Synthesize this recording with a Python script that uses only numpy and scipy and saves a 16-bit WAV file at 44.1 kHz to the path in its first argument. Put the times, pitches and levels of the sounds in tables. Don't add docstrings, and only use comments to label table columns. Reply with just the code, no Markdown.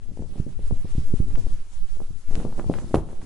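import sys
import numpy as np
from scipy import signal
from scipy.io import wavfile

SR = 44100
rng = np.random.default_rng(int(sys.argv[2]) if len(sys.argv) > 2 else 0)


def transcribe(u):
    v = np.clip(np.atleast_2d(u).T, -1, 1)
    q = np.round(v * 32767).astype(np.int16)
    wavfile.write(sys.argv[1], SR, q)


N = 143325

# time_s, level_db
GUST_LEVELS = [(0, -39.5), (.1, -46), (.3, -45.5), (.5, -46.5), (.62, -32), (.78, -39.5), (.97, -40.5),
               (1.15, -37), (1.35, -30.5), (1.53, -34.5), (1.68, -51.5), (1.77, -41.5), (2.03, -42.5),
               (2.22, -50), (2.34, -33), (2.42, -37.5), (2.6, -40.5), (2.72, -43), (2.95, -51), (3.14, -55),
               (3.19, -43.5), (3.25, -57)]
# frequency_hz, density_db
RUMBLE_SPECTRUM = [(18, -7.5), (30, -14), (50, -29.5), (90, -21.5), (160, -52.5), (300, -60), (1000, -94),
                   (11000, -110)]
# frequency_hz, density_db
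EDDY_SPECTRUM = [(20, -12), (60, 16.5), (110, -2.5), (200, -9), (400, -17), (1000, -31), (11000, -51)]
# time_s, level_db
RUSH_LEVELS = [(0, -64), (.2, -61), (.31, -59.5), (.37, -55), (.47, -58.5), (.6, -58.5), (.72, -54.5),
               (.83, -55.5), (.98, -51.5), (1.11, -56), (1.18, -52.5), (1.26, -56.5), (1.32, -53.5),
               (1.43, -56), (1.52, -53.5), (1.68, -61), (1.93, -55.5), (2.08, -59), (2.27, -56.5),
               (2.36, -48.5), (2.47, -53), (2.65, -55), (2.76, -49.5), (2.86, -54.5), (2.93, -52.5),
               (2.952, -41.5), (3.02, -59), (3.17, -57), (3.25, -55.5)]
# frequency_hz, density_db
RUSH_SPECTRUM = [(30, 24), (400, 0), (1000, 5.5), (2000, 1.5), (3500, 1), (5500, -1), (8000, 1),
                 (11000, -2.5)]
# time_s, level_db
FLUTTER_LEVELS = [(0, -50.5), (.1, -42), (.3, -46), (.37, -34), (.43, -56), (.49, -44), (.56, -55),
                  (.95, -50), (1.08, -42), (1.35, -41.5), (1.58, -49), (1.7, -62), (2.27, -55),
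                  (2.35, -26.5), (2.55, -40.5), (2.77, -33.5), (2.9, -30.5), (3.02, -37.5), (3.16, -43.5),
                  (3.25, -42)]
# rise_ms, level_db
SMALL_FOLDS = [(.18, -23.5), (.32, 9.5), (.55, 10), (1.0, 16.5)]
# frequency_hz, density_db
RUSTLE_SPECTRUM = [(30, 21), (100, -8), (230, 7.5), (450, -12), (900, -21), (1800, -39), (4000, -58),
                   (11000, -38)]
# start_s, level_db, pan_db, cutoff_hz
TICKS_AND_MIC_POP = [(1.356, -19.5, 4, 2370), (2.3545, -25.5, 24, 9800), (2.5965, -37, 3, 2480),
                     (2.7388, -34, -1, 3940), (2.7409, -24, 6, 2000), (2.788, -27, 0, 4070),
                     (2.945, -24, 0, 4000), (2.9476, -15.5, 0, 6800), (2.9567, -14, -3, 3500)]
# time_s, level_db, rise_ms, pan_db, ripple_db, suction_rises (length in rise times)
TAUT_FOLDS = [(0.0903, -42.5, 0.68, 17, -5, 2.3), (0.1733, -29, 0.47, 3, -31, 4),
              (.193, -22.5, 0.65, 1.5, -12, 12), (0.2059, -26, 1.36, 0, -12, 6.4),
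              (0.2226, -29.5, 0.51, 3, -11.5, 1.3), (0.3563, -32.5, 0.51, 0, -5, 3.3),
              (.4005, -12, 1.16, -4, -21, 9.7), (.466, -22.5, 0.82, 3, -8.5, 6),
              (.5922, -27.5, 0.52, 4, -15, 7.9), (.7102, -20, 0.44, 2, -19, 4.5),
              (.7245, -15, 1.35, -2, -13, 3.8), (.847, -23, 1.18, -7.5, -15, 1.7),
              (0.8537, -31.5, 0.54, 3, -17, 1.4), (.952, -22, 1, 4, -34, 5.6),
              (.9818, -9.5, 1.43, 1, -16.5, 12), (1.1388, -12.5, 1.11, 3, -30, 0.97),
              (1.2023, -9, 1.26, -2, -19.5, 5.7), (1.2633, -34, 1.1, 10, -26, 3),
              (1.3743, -28.5, 0.52, 1, -13, 2.4), (1.3821, -31.5, 0.39, -6, -17.5, 2.5),
              (1.467, -28, 0.6, 1, -16.5, 1), (1.971, -37, 0.41, 0, -16, 2.3),
              (2.003, -32.5, 0.33, -2.5, -18, 0.87), (2.0178, -29, 0.45, 0, -21, 3.1),
              (2.107, -29.5, 1.34, -2.5, -8.5, 1.7), (2.158, -34, 1.8, 3, -22, 1.7),
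              (2.31, -32, 0.32, 2, -9.5, 3.5), (2.3645, -31.5, 0.36, 17.5, -10, 5.9),
              (2.4018, -25.5, 0.27, -3.5, -16, 3.7), (2.4509, -16.5, 0.46, 3, -13.5, 4),
              (2.5263, -30.5, 0.26, -5, -21, 3), (2.5805, -25, 0.49, -1.5, -7.5, 3.4),
              (2.5915, -26, 0.27, 2, -12, 3), (2.5965, -18.5, 0.2, 3.5, -28.5, 12),
              (2.6433, -24.5, .4, -6.5, -24, 4), (2.6983, -8, 0.62, 2.5, -14, 1.22),
              (2.7297, -33, 0.54, 8, -15, 3.5), (2.7391, -24, 0.13, 6, -18, 0.96),
              (2.756, -30, 0.37, -2, -20, 3.5), (2.7864, -24, 0.17, -2, -23, 7.7),
              (2.9434, -1.5, 0.33, 2, -18.5, 2.5), (2.955, -9.5, 0.41, -9, -23.5, 12),
              (2.9729, -18.5, 1.1, -1, -4.5, 2.4), (2.9863, -20, 0.96, 4, -20, 1.9),
              (3.0892, -34.5, 0.22, -2, -17, 12), (3.1305, -31, 0.39, -8.5, -34, 3.6),
              (3.2169, -37, 0.13, -4, -13, 5.2)]

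CUTOFF_HZ, PEAK_LIMIT = 11000, 1.7
RUMBLE_DB, SWAY_DB, SWAY_HZ, RUSH_DB = 4.5, 19, 6.87, 2
EDDIES_DB, EDDIES_GROWTH = -43, 1.1
SCATTER_DB, SCATTER_DELAY_S, SCATTER_DECAY_S, SCATTER_CUT_HZ = -20, 0.015, 0.14, 3500
FOLDS_PER_S, FOLD_SPREAD_DB, FOLDS_DB, RUSTLE_DB = 190, 3.5, -2.5, -5.5
TICK_DECAY_S, TICK_LOW_HZ = 0.00008, 790
CRACK_HZ, CRACK_DECAY_S, CRACK_DB = 2860, 0.00053, -6.5
FALL_SPEED = 1.73
RIPPLE_ATTACK_S, RIPPLE_DECAY_S, RIPPLE_WIDENS = 0.00067, 0.032, 1.047
SUCTION_RISES = 8.8
RING_HZ, RING_DECAY_S, RING_DB = 393, 0.0048, -6.5


def from_db(db):
    return 10 ** (np.asarray(db) / 20)


def rms_one(x):
    return x / np.sqrt(np.mean(x ** 2) + 1e-20)


def level(rows):
    time_s, level_db = np.transpose(rows)
    return from_db(np.interp(np.arange(N) / SR, time_s, level_db))


def butter(x, hz, kind, order=2):
    return signal.sosfilt(signal.butter(order, hz, kind, fs=SR, output="sos"), x + 1e-18)


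def resonance(x, hz, decay_s):
    r = np.exp(-1 / (decay_s * SR))
    feedback = [1, -2 * r * np.cos(2 * np.pi * hz / SR), r * r]
    return signal.lfilter((1 - r * r) / 2 * np.array([1, 0, -1]), feedback, x)


def drift(rate_hz):
    hop, settle = 40, 2000
    r = np.exp(-2 * np.pi * rate_hz * hop / SR)
    white = rng.standard_normal(N // hop + settle + 2)
    slow = signal.lfilter([1], [1, -2 * r, r * r], white)[settle:]
    return np.interp(np.arange(N) / hop, np.arange(len(slow)), rms_one(slow))


def add(out, start_s, sound, pan_db):
    i = max(int(start_s * SR), 0)
    part = (sound * from_db([[pan_db / 2], [-pan_db / 2]]))[:, :N - i]
    out[:, i:i + part.shape[1]] += part


def banded_noise(spectrum, alike, flicker_db, flicker_hz):
    edges = 16 * 2 ** np.arange(0, 10.1, .5)
    hz, db = np.transpose(spectrum)
    white = rng.standard_normal((2, 2, N + SR))
    together = drift(flicker_hz)
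    out = 0
    for k, (low, high) in enumerate(zip(edges, edges[1:])):
        mid, side = butter(white[k % 2], [low, high], "band")[:, SR:]
        band_db = np.interp(np.log(low * high) / 2, np.log(hz), db)
        gain = from_db(band_db + flicker_db * (together + drift(flicker_hz)))
        out = out + gain * (np.sqrt(1 + alike) * mid + np.sqrt(1 - alike) * side * [[1], [-1]])
    return rms_one(out)


def microphone_wind():
    gust = level(GUST_LEVELS)
    rumble = banded_noise(RUMBLE_SPECTRUM, alike=0.12, flicker_db=2.0, flicker_hz=23)
    eddies = banded_noise(EDDY_SPECTRUM, alike=1, flicker_db=1.5, flicker_hz=36)
    eddies *= (gust / gust.max()) ** EDDIES_GROWTH
    pressure = drift(SWAY_HZ) + 0.86 * np.array([drift(SWAY_HZ), drift(SWAY_HZ)])
    sway = rms_one(butter(pressure, [3, 16], "band"))
    return gust * (from_db(RUMBLE_DB) * rumble + from_db(SWAY_DB) * sway) + from_db(EDDIES_DB) * eddies


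def outdoors(close):
    t = np.arange(SR // 2) / SR
    scatter = rng.standard_normal((2, len(t))) * np.exp(-t / SCATTER_DECAY_S) * (t > SCATTER_DELAY_S)
    scatter /= np.linalg.norm(scatter[0])
    far = signal.fftconvolve(butter(close, SCATTER_CUT_HZ, "low"), scatter, axes=1)[:, :N]
    return close + from_db(SCATTER_DB) * far


def air_rush():
    hiss = banded_noise(RUSH_SPECTRUM, alike=0.26, flicker_db=1.52, flicker_hz=9.4)
    return from_db(RUSH_DB) * level(RUSH_LEVELS) * hiss


def fold_pulse(rise_ms, suction_rises):
    rises = np.arange(-.04, .04, 1 / SR) * 1000 / rise_ms
    corner_hz = 1000 / (2 * np.pi * rise_ms)
    swell = np.exp(-np.logaddexp(-rises, FALL_SPEED * rises))
    swell = butter(swell, min(4.84 * corner_hz, CUTOFF_HZ), "low", order=4)
    wave = butter(swell, corner_hz / suction_rises, "high", order=1)
    return wave / wave.max()


def flutter():
    folds = 0
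    for rise_ms, size_db in SMALL_FOLDS:
        flips = rng.random(N) < FOLDS_PER_S / len(SMALL_FOLDS) / SR
        sizes = from_db(size_db + FOLD_SPREAD_DB * np.clip(rng.standard_normal(N), -2, 2))
        signs = rng.choice([-1, 1], N)
        channel_gains = from_db(2.2 * rng.standard_normal((2, N)))
        kicks = flips * sizes * signs * channel_gains
        folds += signal.fftconvolve(kicks, fold_pulse(rise_ms, SUCTION_RISES)[None], "same", axes=1)
    rustle = banded_noise(RUSTLE_SPECTRUM, alike=0.93, flicker_db=2.5, flicker_hz=75)
    return level(FLUTTER_LEVELS) * (from_db(FOLDS_DB) * rms_one(folds) + from_db(RUSTLE_DB) * rustle)


def ticks_and_mic_pop():
    out, t = np.zeros((2, N)), np.arange(SR // 50) / SR
    step = butter(np.exp(-t / TICK_DECAY_S), TICK_LOW_HZ, "high", order=1)
    tick = step + from_db(CRACK_DB) * resonance(step, CRACK_HZ, CRACK_DECAY_S)
    for start_s, level_db, pan_db, cutoff_hz in TICKS_AND_MIC_POP:
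        add(out, start_s, from_db(level_db) * butter(tick, cutoff_hz, "low"), pan_db)
    return out


def snaps():
    out, t = np.zeros((2, N)), np.arange(SR // 4) / SR
    dying = np.exp(-t / RIPPLE_DECAY_S) * (1 - np.exp(-t / RIPPLE_ATTACK_S))
    for time_s, level_db, rise_ms, pan_db, ripple_db, suction_rises in TAUT_FOLDS:
        pulse = fold_pulse(rise_ms, suction_rises)
        ring = from_db(RING_DB) / suction_rises ** 2 * resonance(pulse, RING_HZ, RING_DECAY_S)
        ripple = fold_pulse(rise_ms * RIPPLE_WIDENS, SUCTION_RISES)
        ripple /= np.linalg.norm(ripple)
        shaking = dying * (rng.standard_normal(len(t)) + 0.27 * rng.standard_normal((2, len(t))))
        sound = from_db(ripple_db) * signal.fftconvolve(shaking, ripple[None], axes=1)
        sound[:, :len(pulse)] += pulse + ring
        add(out, time_s - len(pulse) / 2 / SR, from_db(level_db) * sound, pan_db)
    return out


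def scene():
    return air_rush() + outdoors(snaps() + flutter()) + ticks_and_mic_pop() + microphone_wind()


def record(dry):
    rounded = PEAK_LIMIT * np.tanh(dry / PEAK_LIMIT)
    return signal.sosfilt(signal.ellip(12, .2, 70, CUTOFF_HZ, fs=SR, output="sos"), rounded)


dry = scene()
out = record(dry)
transcribe(out)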